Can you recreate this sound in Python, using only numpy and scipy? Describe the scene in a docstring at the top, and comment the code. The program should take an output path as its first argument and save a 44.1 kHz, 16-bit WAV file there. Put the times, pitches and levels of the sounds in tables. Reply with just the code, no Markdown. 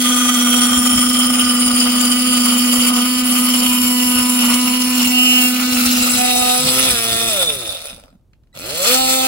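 """In a small workshop, close by, an oscillating multi-tool saws into a wooden slat held in a vise.
The blade swings about 250 times a second: pulses and scraping noise pass through sliding resonances
for the rasp, and waves at the swing rate make the slat hum. The resonances mostly sink as it goes deeper.
The blade comes free, the motor coasts towards a stop, and the tool starts again in the air.
Thuds, squeals, rings, small clicks and a quiet room tone are added around the sawing."""
import sys
import numpy as np
from scipy import signal
from scipy.fft import rfft, irfft, next_fast_len
from scipy.io import wavfile
from scipy.ndimage import uniform_filter1d

SR = 44100
rng = np.random.default_rng(int(sys.argv[2]) if len(sys.argv) > 2 else 0)


def generate_wav(sig):
    """Save sig (samples, or channels by samples) to the path in sys.argv[1] as 16-bit PCM at SR."""
    pcm = np.round(np.clip(np.atleast_2d(sig).T, -1, 1) * 32767).astype(np.int16)
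    wavfile.write(sys.argv[1], SR, pcm)


N = 408807
TIME = np.arange(N) / SR
BINS = np.fft.rfftfreq(512, 1 / SR)  # Hz


def gain_of(db):
    """Turns decibels into amplitude."""
    return 10 ** (np.asarray(db) / 20)


def evened(x):
    """Scales to an rms of 1."""
    return x / np.sqrt(np.mean(x ** 2) + 1e-20)


def follow(rows, t=TIME):
    """Reads each column of a curve at the times t, with straight lines between its points."""
    s, *columns = np.transpose(rows)
    return np.array([np.interp(t, s, c) for c in columns])


def read(points, hz):
    """Reads a spectrum with straight lines along a logarithmic pitch axis."""
    f, value = np.transpose(points)
    return np.interp(np.log(hz + 1), np.log(f + 1), value)


def coloured(x, points):
    """Filters x by a spectrum in dB, then scales it to an rms of 1."""
    size = next_fast_len(N)
    gain = gain_of(read(points, np.fft.rfftfreq(size, 1 / SR)))
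    return evened(irfft(rfft(x, size) * gain, size)[..., :N])


def wander(rate_hz):
    """Makes a smooth random curve of rms 1, with changes up to about the given rate."""
    lowpass = signal.butter(2, rate_hz, fs=SR, output="sos")
    return evened(signal.sosfilt(lowpass, rng.standard_normal(N)))


def patches(shape, size):
    """Smooth chance over frequency and time, rms 1; size is (bins, frames)."""
    smooth = uniform_filter1d(rng.standard_normal(shape), size[0], axis=0)
    return evened(uniform_filter1d(smooth, size[1], axis=1))


def gate(t, start, end, edge_s):
    """Rises to 1 around start, holds, and falls around end."""
    return np.clip(.5 + np.minimum(t - start, end - t) / edge_s, 0, 1)


def held(events, edge_s, t):
    """Each event holds its values from its start to its end; one curve per column."""
    return sum(np.outer(values, gate(t, start, end, edge_s)) for start, end, *values in events)


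# the hand pushes the blade into the wood:
# (start t/s, end t/s, pressure with 1 = firm, chatter 0-1, extra hiss level/dB, extra thud level/dB)
PUSHES = [(-0.1, 0.36, 0.35, 0.27, -1.5, -5), (0.36, 0.7, 0.83, 0.43, -2, 2),
          (0.7, 1.45, 0.42, 0.69, 0.5, 11.5), (1.45, 2.16, 0.62, 0.65, 0, 2.5),
          (2.16, 2.36, 0.21, 0.1, 0, 8), (2.36, 3.04, 0.75, 0.57, 0, 2), (3.27, 3.7, 0.48, 0.65, 2, 2),
          (3.7, 4.41, 0.45, 0.25, 2.5, 3), (4.41, 4.56, 1.09, 0.73, 0.5, -4),
          (4.56, 4.72, 0.32, 0.5, 2, -4), (4.8, 4.98, 0.1, 0.4, 1, 1), (4.98, 5.11, 0.73, 0.85, 1.5, 8),
          (5.17, 5.53, 0.2, 0.16, 3, -5), (5.55, 5.73, 0, 0.46, -3, -3), (5.75, 6.2, 0.62, 0.72, 0.5, 7),
          (6.2, 6.57, 0.23, 0.26, 1, 7)]
PUSH_EDGE_S = .07


def pressure(t=TIME):
    """How hard the hand pushes: 0 is not at all, 1 is firmly."""
    return held(PUSHES, PUSH_EDGE_S, t)[0]


# the motor without load races as the blade leaves the cut, then is throttled back: (t/s, swing rate f/Hz)
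THROTTLE = [(6.57, 251), (6.66, 255), (6.87, 259), (6.97, 232), (7.05, 229)]
# soft start, then full power: (t/s, swing rate f/Hz)
SPIN_UP = [(8.533, 1), (8.57, 55), (8.65, 110), (8.75, 160), (8.85, 197), (8.88, 240), (8.93, 256),
           (9, 260.5)]
SAG_HZ = 7  # speed lost per unit of pressure
OFF_S, COAST_S, FRICTION_HZ = 7.283, .565, 15
ON_S, FREE_HZ = 8.533, 260.5


def swing_rate(t=TIME):
    """Swings per second: the motor sags under load, coasts against friction when off, and spins up again."""
    driven = follow(THROTTLE, t)[0] - SAG_HZ * pressure(t)
    coasting = (driven + FRICTION_HZ) * np.exp(-np.maximum(t - OFF_S, 0) / COAST_S) - FRICTION_HZ
    return np.maximum(np.where(t < ON_S, coasting, follow(SPIN_UP, t)[0]), 1)


# how far the blade has come free: (t/s, free share 0-1)
FREED = [(0, 0.17), (4, 0.07), (5.5, 0.16), (6.7, 0.65), (8.6, 0.57)]
# the loose blade rattles: (start t/s, end t/s, level/dB, chatter 0-1)
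RATTLES = [(6.63, 6.73, 1.5, 0.8), (6.73, 6.93, 3, 0.4), (7.08, 7.27, 0.5, 0.13), (7.28, 7.39, 1.5, 0.2),
           (7.4, 7.445, 7.5, 0.3), (7.49, 7.56, 2, 0.4), (7.66, 7.77, 3, 0.4), (7.84, 7.92, 6, 0.3),
           (8.8, 8.96, 5.5, 0.55), (9.08, 9.16, 4, 0.16)]
RATTLE_EDGE_S = 0.022
STEADY_BURIED, STEADY_FREE = .68, 0.76  # at full speed: 0 = the teeth chatter, 1 = every swing is alike


def steadiness(t=TIME, slowing=0.69):
    """How alike the swings are, 0-1: most for a free, fast blade; pushes and rattles make it chatter."""
    calm = STEADY_BURIED + (STEADY_FREE - STEADY_BURIED) * follow(FREED, t)[0]
    calm = calm * (1 - held(PUSHES, PUSH_EDGE_S, t)[1])
    calm = calm * (1 - held(RATTLES, RATTLE_EDGE_S, t)[1])
    return np.clip(calm * (swing_rate(t) / FREE_HZ) ** slowing, .01, .98)


def strokes(turns, size):
    """One sharp pulse, at its exact place, each time turns passes a whole number."""
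    at = np.flatnonzero(np.diff(np.floor(turns)) > 0)
    late = (np.ceil(turns[at]) - turns[at]) / (turns[at + 1] - turns[at])  # fraction of a sample
    near, out = np.arange(-8, 9), np.zeros(N)
    pulse = np.sinc(near - late[:, None]) * np.hanning(len(near))
    np.add.at(out, np.clip(at[:, None] + near, 0, N - 1), size[at, None] * pulse)
    return out


# the loosened blade bounces on every other swing: (t/s, strong-weak depth 0-1)
LIMP = [(6.55, 0), (6.7, 0.31), (6.9, 0.18), (7.1, 0.38), (7.4, 0.14), (7.6, 0.08)]
SCRAPE_S = .0014  # how quickly a burst of scraping fades


def teeth(turns, speed, back=0.042, lag=.46, uneven_db=0.5, drag=1.0, flutter_db=1.5, sharp_hz=90):
    """The blade strikes at each end of its swing: a regular buzz, and an uneven burst of scraping."""
    # a slow blade strikes more weakly
    per_swing = np.sqrt(SR / speed / (1 + back ** 2)) * np.minimum(speed / sharp_hz, 1)
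    per_swing = per_swing * (1 + follow(LIMP)[0] * np.cos(np.pi * turns))
    buzz = strokes(turns, per_swing) + back * strokes(turns + lag, per_swing)
    bite = gain_of(uneven_db * np.clip(rng.standard_normal(N), -2, 2)) * per_swing
    blows = strokes(turns, bite) ** 2 + strokes(turns + lag, 2.4 * bite) ** 2
    bursts = signal.lfilter([1], [1, -np.exp(-2 / (SCRAPE_S * SR))], blows)
    bursts = bursts / (abs(uniform_filter1d(bursts, size=SR // 8)) + 1e-9)
    rubbing = drag * (speed / FREE_HZ) ** .15  # less at low speed, so each reversal ticks separately
    scrape = np.sqrt((bursts + rubbing) / (1 + rubbing)) * rng.standard_normal(N)
    return buzz, evened(scrape * gain_of(flutter_db * wander(50)))


# resonances of the slat and of the blade, one track for each: (t/s, f/Hz, height level/dB)
SLAT_MODES = [
    [(0, 1260, 6.5), (3.6, 1110, 12), (3.75, 1053, 12.5), (5.05, 1050, 12), (5.2, 780, 9.5),
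     (6.1, 768.4, -14), (6.25, 808.6, 4), (6.65, 658, 5), (7.9, 590, 17), (8.85, 561.4, 10),
     (9.05, 769.6, 1)],
    [(0, 1440, 8), (3, 1320, 5), (4.2, 1330, 8)],
]
BLADE_MODES = [
    [(0, 3200, 13), (0.7, 3240, 16.5), (1.3, 3095, 18), (3, 2750, -1)],
    [(0, 3380, 14), (1, 3040, 8.3), (2, 3043, 16), (3.3, 3025, 16.5), (5.1, 2855, 12.2), (5.3, 2598, 7.8),
     (5.55, 2843, 7.6), (6.8, 2502, 4.8)],
    [(0, 6330, 14.5), (1, 5360, 13.7), (2, 4810, 13.7), (3, 4760, 11.5), (4, 4420, 1.9), (5, 4266, 4),
     (6.3, 3870, 2.98), (6.8, 3480, 8.2), (7.5, 3607, 17), (8.2, 3646, 7.9), (8.7, 3400, 3.4),
     (9.1, 3598, 9)],
    [(0, 5440, 5), (1.7, 5600, 2), (3, 5304, 9), (5.45, 5330, 7), (6, 5400, -5), (7.9, 5140, -3),
     (8.6, 4250, 7.5), (9.27, 4416, 7.5)],
    [(0, 7500, 13.3), (1, 7110, 15.2), (4.5, 7280, 12), (5.8, 7200, 5.7), (6.2, 7880, 9.7), (8, 8290, 9.3),
     (8.6, 7600, 9.4)],
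    [(0, 9620, 13.5), (1.4, 9440, 20), (3, 9300, 13), (5, 8720, 5), (6.5, 8960, -10)],
    [(0, 10860, 11), (1.2, 10800, 4), (2.5, 10400, 13), (4.8, 10200, 15), (5.3, 10510, -3),
     (6.4, 10190, 10), (7, 10020, 10.5), (7.9, 9793, 15.5), (8.6, 10360, -13.5)],
    [(2, 12100, -4), (3.9, 11700, 10.5), (5.2, 11420, -8)],
]
# colour under the resonances, blade buried and blade free: (f/Hz, level/dB)
BURIED = [(250, -14), (400, -47.5), (500, 5), (600, -3.5), (780, 1.5), (1000, -8.5), (1450, -1.5),
          (1600, -9), (1820, -4), (1980, -0.5), (2300, 2), (4000, -3), (11000, 1), (13000, 0.5),
          (15000, -4), (15600, 9.5)]
FREE = [(70, -4), (125, 6), (230, -7), (345, 22), (520, 1.5), (900, 16), (1700, 1), (2300, -3.5),
        (2800, -0.5), (5500, 3.5), (6700, 0.5), (9000, 3.5), (11500, 1.5), (14500, -1.5), (15600, 0.5)]


def ringing(t, slat_width_hz=105, blade_width_hz=75, damping=0.023):
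    """Gain of slat and blade over frequency and time; the resonances slide with the depth of the cut."""
    hz, free = BINS[:, None], follow(FREED, t)[0]
    power = 1
    for track in SLAT_MODES + BLADE_MODES:
        centre, height_db = follow(track, t)
        width = slat_width_hz if track in SLAT_MODES else blade_width_hz + damping * centre
        power = power + gain_of(height_db) ** 2 / (1 + ((hz - centre) / width) ** 2) ** 2
    colour_db = (1 - free) * read(BURIED, hz) + free * read(FREE, hz)
    return np.sqrt(power) * gain_of(colour_db)


# one row each for the knock of the slat, the rasp of the blade and the hiss of the teeth, before a trim:
# (buried level/dB, free level/dB, level/dB more at the surface, level/dB more per unit of pressure,
# level/dB per tenfold speed, share of a rattle's level, swing rate f/Hz below which it dies)
VOICES = [(-29.5, -26, 1, 3.5, 24.5, 0.82, 47), (-25.5, -21, 2.5, 3, 31, 0.87, 57),
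          (-26, -18.5, 4.5, 4.5, 32.5, 1, 62)]
# the teeth snag (+) or slip (-) for a moment: (t/s, level/dB)
SNAGS = [(1.37, -8), (1.565, -4), (1.7, -6), (2.24, 0), (2.46, 5.5), (2.63, -3), (2.775, 1), (2.877, 6),
         (2.915, -14), (3.19, 4), (3.23, -6), (4.25, -5)]
SNAG_S, SNAG_RASP_SHARE = 0.011, .5  # snags move the rasp less than the hiss
SINK_S = 3.64  # the wood muffles the blade as it sinks in
START_DB, START_RISE_S = 4.5, 0.019  # the starting torque jolts the gears
STALL_STEEPNESS = 7.2


def voice_levels(t):
    """Levels in dB of knock, rasp and hiss: they grow with speed, pressure and rattling."""
    columns = np.transpose(VOICES)[:, :, None]
    buried_db, free_db, surface_db, pressed_db, speed_db, rattle_share, stall_hz = columns
    push, _, hiss_db, _ = held(PUSHES, PUSH_EDGE_S, t)
    speed, rattle_db = swing_rate(t), held(RATTLES, RATTLE_EDGE_S, t)[0]
    db = buried_db + (free_db - buried_db) * follow(FREED, t)[0] + surface_db * np.exp(-t / SINK_S)
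    jolt = np.maximum(t - ON_S, 0) / START_RISE_S
    db += pressed_db * push + rattle_share * rattle_db + START_DB * jolt * np.exp(1 - jolt)
    snag_db = sum(size_db * np.exp(-((t - s) / SNAG_S) ** 2) for s, size_db in SNAGS)
    db[1] += SNAG_RASP_SHARE * snag_db
    db[-1] += hiss_db + snag_db
    stalling = (t < ON_S) * (stall_hz / speed) ** STALL_STEEPNESS
    return db + speed_db * np.log10(speed / FREE_HZ) - 20 * np.log10(1 + stalling)


# borders of the knock, rasp and hiss bands: (f/Hz)
BAND_EDGES = [420, 1800, 6000, 16000]


def pressed(gain, t, trim_db=(0, 3, 1)):
    """Sets knock, rasp and hiss to their levels, with smooth slopes between them."""
    bands = zip(BAND_EDGES, BAND_EDGES[1:])
    power = np.array([(gain[(BINS > lo) & (BINS < hi)] ** 2).sum(0) / len(BINS) for lo, hi in bands])
    lift_db = voice_levels(t) + np.array(trim_db)[:, None] - 10 * np.log10(power)
    # 0 = knock, 1 = rasp, 2 = hiss; values between them blend two neighbours
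    place = read([(1400, 0), (2200, 1), (5000, 1), (7500, 2)], BINS)
    share = np.maximum(1 - abs(place[:, None] - np.arange(len(power))), 0)
    return gain * gain_of(share @ lift_db)


# low harmonics keep their line where the treble blurs: (f/Hz, level/dB in favour of buzz over scrape)
PURITY = [(250, -4), (750, 4.5), (1250, 3), (1900, 1.5), (2900, -0.5), (5500, -3.5), (8000, -7),
          (14000, -9)]
BUZZ_WAVER_DB = 2.5


def blade(turns, speed, patchy_db=2.5, apart=0.32, dispersion=0.6026):
    """Buzz and scrape ring the blade and the slat; the high treble leans towards scrape."""
    buzz, scrape = teeth(turns, speed)
    # noise with the scrape's own loudness sets the two sides apart
    dust = rng.standard_normal(N) * np.sqrt(abs(uniform_filter1d(scrape ** 2, size=24)))
    _, t, spectra = signal.stft(np.array([buzz, scrape, dust]), SR, nperseg=512, noverlap=384)
    buzz, scrape, dust = spectra
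    steady = steadiness(t)
    odds = steady / (1 - steady) * gain_of(read(PURITY, BINS))[:, None] ** 2
    common, split = np.sqrt(1 - apart) * scrape, np.sqrt(apart) * dust
    rough = np.array([common + split, common - split])
    # each bite favours other resonances, and the harmonics waver as the hand shifts
    rough = rough * gain_of(patchy_db * patches(buzz.shape, size=(18, 7)))
    buzz = buzz * gain_of(BUZZ_WAVER_DB * patches(buzz.shape, size=(5, 40)))
    # bending waves travel more slowly at low pitch, which smears each strike
    buzz = buzz * np.exp(-1j * dispersion * np.sqrt(BINS))[:, None]
    mixed = (np.sqrt(odds) * buzz + rough) / np.sqrt(1 + odds)
    return signal.istft(mixed * pressed(ringing(t), t), SR, nperseg=512, noverlap=384)[1][:, :N]


SLAT_HUM_DB, SLAT_PRESSED_DB = -19, 3  # hum of the slat, and its rise per unit of pressure
WITHDRAW_S, WITHDRAW_DB_PER_S = 5.89, 20.5  # the slat's hum fades as the blade is drawn out
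HOUSING_HZ, HOUSING_WIDTH_HZ, HOUSING_DB = 257.7, 9.4, -27  # the tool's own hum peaks near top speed
UNBALANCE_DB = -46  # the swinging blade shakes the tool


def hum_strength(speed):
    """The slat hums while it grips the blade; the housing hums most when the speed nears its resonance."""
    withdrawn_db = WITHDRAW_DB_PER_S * np.maximum(TIME - WITHDRAW_S, 0)
    slat = gain_of(SLAT_HUM_DB + SLAT_PRESSED_DB * pressure() - withdrawn_db)
    housing = gain_of(HOUSING_DB) / np.hypot(1, (speed - HOUSING_HZ) / HOUSING_WIDTH_HZ)
    return np.sqrt(slat ** 2 + housing ** 2 + gain_of(UNBALANCE_DB) ** 2)


def hum(turns, speed, chatter, shake=0.08, slip=0.16, octave_db=-32, sway_hz=220, sway_db=-17, limp_db=-27):
    """The slat swings with the blade like a loudspeaker cone; chatter shakes it and wakes its own sway."""
    angle = 2 * np.pi * turns + slip * chatter * wander(21)
    wave = np.sqrt(2) * (np.cos(angle) + gain_of(octave_db) * np.cos(2 * angle))
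    sway = ((wander(3.0) + 1j * wander(6.7)) * np.exp(2j * np.pi * sway_hz * TIME)).real
    # bouncing on every other swing adds the half and one-and-a-half orders
    bounce = gain_of(limp_db) * follow(LIMP)[0] * (1 + .5 * wander(12.0))
    halves = bounce * (np.cos(angle / 2) + np.cos(1.5 * angle))
    shaken = (1 + shake * chatter * wander(26.0)) * wave
    return hum_strength(speed) * (shaken + gain_of(sway_db) * chatter * sway) + halves


# strength of 1, 2, 3.. times the swing rate in the whine, before colour and speed: (level/dB)
GEAR_ORDERS_DB = [-34, -26, -20, -26, -34, -31, -35]
# resonances of the housing: (f/Hz, level/dB)
GEAR_COLOUR = [(60, -12), (115, 1), (200, -12), (345, -4), (420, -8), (560, 2), (700, -7), (1700, -13)]
GEAR_STALL_HZ = 105  # while coasting, the whine dies below this swing rate


def gears(turns, speed, waver_db=3.0):
    """The bare drive whines; each multiple of the swing swells as it glides through a housing resonance."""
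    whine = np.zeros(N)
    for k, db in enumerate(GEAR_ORDERS_DB, 1):
        level_db = db + read(GEAR_COLOUR, k * speed) + waver_db * wander(18)
        whine += gain_of(level_db) * np.sin(2 * np.pi * k * turns)
    stalling = (TIME < ON_S) * (GEAR_STALL_HZ / speed) ** STALL_STEEPNESS
    return np.sqrt(2) * whine * follow(FREED)[0] ** 3 * speed / FREE_HZ / (1 + stalling)


# colour of the thuds: (f/Hz, level/dB)
THUD_COLOUR = [(15, -18), (35, -8.5), (70, -1.5), (115, -4.5), (145, -14), (180, -3.5), (260, -0.5),
               (450, -42)]
# the tool bumps the slat: (t/s, level/dB)
BUMPS = [(0.77, -27.5), (1.43, -33), (2.365, -33.5), (5.965, -33), (6.65, -34.5), (6.915, -23.5),
         (7.5, -42.5)]
BUMP_RISE_S, BUMP_FADE_S = 0.0057, 0.022
THUD_DB, THUD_LIMP_DB = -45.5, 20.5  # base level, and its rise per unit of bounce depth
THUD_STALL_HZ = 52  # slower swings soon stop shaking the bench


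def bench(speed, lumpy_db=7.5, apart=0.069, slowing=0.33):
    """Uneven bites thud through the vise into the bench, changed by pushes, bounces and bumps."""
    shaking = rng.standard_normal(N) + apart * rng.standard_normal((2, N))
    strength = gain_of(THUD_DB + held(PUSHES, PUSH_EDGE_S, TIME)[-1] + THUD_LIMP_DB * follow(LIMP)[0])
    strength = strength * (speed / FREE_HZ) ** slowing * np.minimum(speed / THUD_STALL_HZ, 1) ** 4
    lumps = evened(gain_of(lumpy_db * np.clip(wander(9.9), -2, 2)))
    bumps = np.zeros(N)
    for s, db in BUMPS:
        fade = np.exp(-abs(TIME - s) / BUMP_FADE_S)
        bumps += gain_of(db) * gate(TIME, s, np.inf, BUMP_RISE_S) * fade
    return (strength * lumps + bumps) * coloured(shaking, THUD_COLOUR)


# colour of the quiet room: (f/Hz, level/dB)
ROOM_TONE = [(18, -31.5), (30, 5), (125, -4.5), (645, -25.5), (1730, -40), (15000, -48)]


def room_tone(level_db=-54.5):
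    """Steady coloured noise, partly shared by both sides, is the air of the room."""
    noise = rng.standard_normal(N) + .5 * rng.standard_normal((2, N))
    return gain_of(level_db) * coloured(noise, ROOM_TONE)


# the teeth catch in the wood, one catch after another, as the cut starts: (t/s, grip level/dB)
CATCHES = [(0.0454, -17), (0.0852, -18), (0.1266, -18), (0.161, -17.5), (0.2003, -15.5), (0.2395, -21),
           (0.282, -13.5), (0.338, -16.5), (0.397, -19), (0.458, -19), (0.533, -21.5), (0.612, -21.5)]
CATCH_HOLD_S, CATCH_EDGE_S = 0.021, 0.015
# deeper in, the catches become a lighter, even rocking: (t/s, grip level/dB before it wavers)
ROCKING = [(.6, -60.5), (.65, -20.5), (2.7, -27), (3.3, -28), (5.5, -42), (6.3, -100)]


def skipping(rate_hz=24.6, drift=0.96, uneven_db=2.0):
    """Strength of the blade's grip on the wood: separate catches, then a nearly regular rocking."""
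    catches = sum(gain_of(db) * gate(TIME, s, s + CATCH_HOLD_S, CATCH_EDGE_S) for s, db in CATCHES)
    rocking = .5 + .5 * np.sin(2 * np.pi * rate_hz * TIME + drift * wander(3.5))
    return catches + gain_of(follow(ROCKING)[0] + uneven_db * wander(7)) * rocking


# each catch brings out steady tones: (f/Hz, level/dB relative to the grip)
CATCH_TONES = [(1215, 0), (1465, -11.5), (1960, -11.5)]


def catch_tones(skip, blur=0.86):
    """Clear tones sound while the teeth hold, and linger a little into the next catch."""
    keep = np.exp(-1 / (.008 * SR))  # fades over 8 ms
    level = signal.lfilter([1 - keep], [1, -keep], skip)
    tones = [gain_of(db) * np.sin(2 * np.pi * hz * TIME + blur * wander(22)) for hz, db in CATCH_TONES]
    return level * sum(tones)


# a harmonic of the swing locks on to a resonance and sings: (start t/s, end t/s, near f/Hz, level/dB)
SQUEALS = [(3.686, 4.959, 1000, -38), (5.134, 5.491, 2750, -18), (5.16, 5.416, 3000, -15),
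           (6.18, 6.603, 750, -19.5), (6.244, 6.582, 3750, -23.5), (8.88, 8.95, 500, -23.5),
           (8.932, 9.301, 780, -19.5), (5.2, 5.418, 2500, -28), (5.25, 5.5, 2250, -37),
           (9.203, 9.308, 2600, -25)]


def squeals(turns, speed, waver_db=1.0, edge_s=0.052):
    """Blade or slat rings on the multiple of the swing rate that lies nearest to its resonance."""
    out = np.zeros(N)
    for start, end, hz, db in SQUEALS:
        multiple = np.round(hz / np.interp((start + end) / 2, TIME, speed))
        tone = np.sqrt(2) * np.sin(2 * np.pi * multiple * turns)
        out += gain_of(db) * gate(TIME, start, end, edge_s) * tone
    return out * gain_of(waver_db * wander(27))


# the rattling blade keeps a narrow resonance ringing:
# (start t/s, end t/s, f/Hz, width f/Hz, starting level/dB before it wavers, fade in dB per s)
RINGS = [(6.59, 6.72, 154.2, 8.1, -33, 21), (7.39, 7.452, 3558, 46, -30, 4),
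         (7.47, 7.96, 3588, 28, -34, 28)]
RING_EDGE_S = 0.011


def rings(waver_db=9.0):
    """Narrow resonances of blade and housing, struck unevenly: they hold their pitch as the speed changes."""
    out = np.zeros(N)
    for start, end, hz, width, db, fade_db in RINGS:
        level_db = db - fade_db * np.clip(TIME - start, 0, end - start) + waver_db * wander(width)
        level = gate(TIME, start, end, RING_EDGE_S) * gain_of(level_db)
        out += level * np.sqrt(2) * np.sin(2 * np.pi * hz * TIME + wander(width))
    return out


# small clicks of the handled tool: (t/s, level/dB relative to one another)
CLICKS = [(8.333, -45), (8.435, -52), (8.472, -57)]


def clicks(level_db=-4, snap_s=.003):
    """Each click is a short snap of the plastic housing: a fading burst of coloured noise."""
    envelope = sum(gain_of(db) * (TIME >= s) * np.exp(-abs(TIME - s) / snap_s) for s, db in CLICKS)
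    noise = coloured(rng.standard_normal(N), [(600, -18), (1500, 6), (4000, 2), (12000, -26)])
    return gain_of(level_db) * envelope * noise


SWITCH_S = 8.529


def switch_on(hz=1975, level_db=-55, fade_s=0.03):
    """The chopped drive current sings briefly in the motor before it gathers speed."""
    t = np.maximum(TIME - SWITCH_S, 0)
    partials = [(1, 0), (2, 1), (3, -14), (4, -5)]  # (multiple, dB)
    tones = sum(gain_of(db) * np.sin(2 * np.pi * k * hz * t) for k, db in partials)
    return gain_of(level_db) * np.exp(-t / fade_s) * tones


def workshop(x, t60=0.13, wet_db=-8, shift_hz=1.7):
    """Dense, short reflections for each side; two sets fade into each other at a steady slow rate."""
    t = np.arange(SR // 3) / SR
    present = (rng.random((2, 2, len(t))) < .08) * (t > .002)
    taps = rng.standard_normal((2, 2, len(t))) * present
    highpass = signal.butter(2, 1300, "high", fs=SR, output="sos")
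    tails = signal.sosfilt(highpass, taps * np.exp(-np.log(1000) * t / t60))
    tails /= np.linalg.norm(tails, axis=-1, keepdims=True)
    angle = 2 * np.pi * shift_hz * TIME
    wet = 0
    for share, tail in zip([np.cos(angle), np.sin(angle)], tails):
        wet = wet + signal.fftconvolve(x * share, tail, axes=1)[:, :N]
    return (x + gain_of(wet_db) * wet) / np.hypot(1, gain_of(wet_db))


# how far the left side leads, in the cut and once the blade is drawn out: (f/Hz, phase in radians)
PORT_PHASE = [(300, 0), (520, 1.36), (780, 2), (1300, 0.5), (1700, -1), (2400, -1.07), (2900, 3.5),
              (3700, 1.5), (4400, 7), (5000, 2), (7300, 4.5), (9300, 6), (10400, 6.5), (11800, 7),
              (15500, 7.5)]
DRAWN_PHASE = [(0, -1), (600, 0.58), (1210, 5.5), (1720, 7.5), (3600, 9), (4220, 6), (4820, 12), (5250, 10),
               (6370, 10), (9990, 12), (12600, 16.5), (14000, -1), (15500, 2.5)]
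# how much stronger the left side is: (f/Hz, level/dB)
PORT_BALANCE = [(60, -4), (200, -0.5), (380, -5), (700, -3.5), (1290, 4), (2380, -4), (4400, 0), (8120, 1),
                (15000, 1.0)]
# where the tool is: (t/s, place with 0 = in the cut, 1 = drawn out)
PLACE = [(5.6, 0), (6.25, 1)]


def ports(x):
    """Two microphone ports hear the tool with different phase and strength; its place sets the phase."""
    hz, t, z = signal.stft(x, SR, nperseg=1024, noverlap=768)
    hz, side, place = hz[:, None], np.array([.5, -.5])[:, None, None], follow(PLACE, t)[0]
    turn = 0
    for k, phase in enumerate([PORT_PHASE, DRAWN_PHASE]):
        turn = turn + np.maximum(1 - abs(place - k), 0) * np.exp(1j * side * read(phase, hz))
    pair = gain_of(side * read(PORT_BALANCE, hz)) * np.exp(1j * np.angle(turn))
    return signal.istft(z * pair, SR, nperseg=1024, noverlap=768)[1][:, :N]


SKIP_DB = 4.5  # how much a full grip strengthens the sawing


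def scene(skip_turns=0.11, tremor_db=.5):
    """One motor speed drives buzz, scrape, hum, whine and squeals, then the ports hear them all."""
    chatter = np.sqrt(1 - steadiness())
    speed = swing_rate() * (1 + .004 * chatter * wander(20))
    turns = np.cumsum(speed) / SR
    skip = skipping()
    # a catch delays and strengthens the strikes
    grip = (skip - uniform_filter1d(skip, size=SR // 5)) / skip.max()
    sawing = blade(turns - skip_turns * grip, speed)
    sawing = sawing * gain_of(SKIP_DB * grip + tremor_db * wander(25))
    tool = workshop(sawing + catch_tones(skip) + rings() + clicks() + switch_on())
    radiates = np.minimum(speed / 150, 1) ** 2  # slow swings move little air
    tool = tool + radiates * hum(turns, speed, chatter)
    # two layers of whine in step, each with its own waver
    tool = tool + gears(turns, speed) + gears(turns, speed)
    tool = tool + squeals(turns, speed) + bench(speed)
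    return ports(tool) + room_tone()


EDGE_HZ = 15850  # top of the band


def record(dry):
    """The highest peaks are rounded off under full scale, then a low-pass filter limits the band."""
    limited = dry / (1 + (dry / .92) ** 6) ** (1 / 6)
    lowpass = signal.firwin(511, EDGE_HZ, window=("kaiser", 9), fs=SR)
    return signal.oaconvolve(limited, lowpass[None], "same")


dry = scene()
out = record(dry)
generate_wav(out)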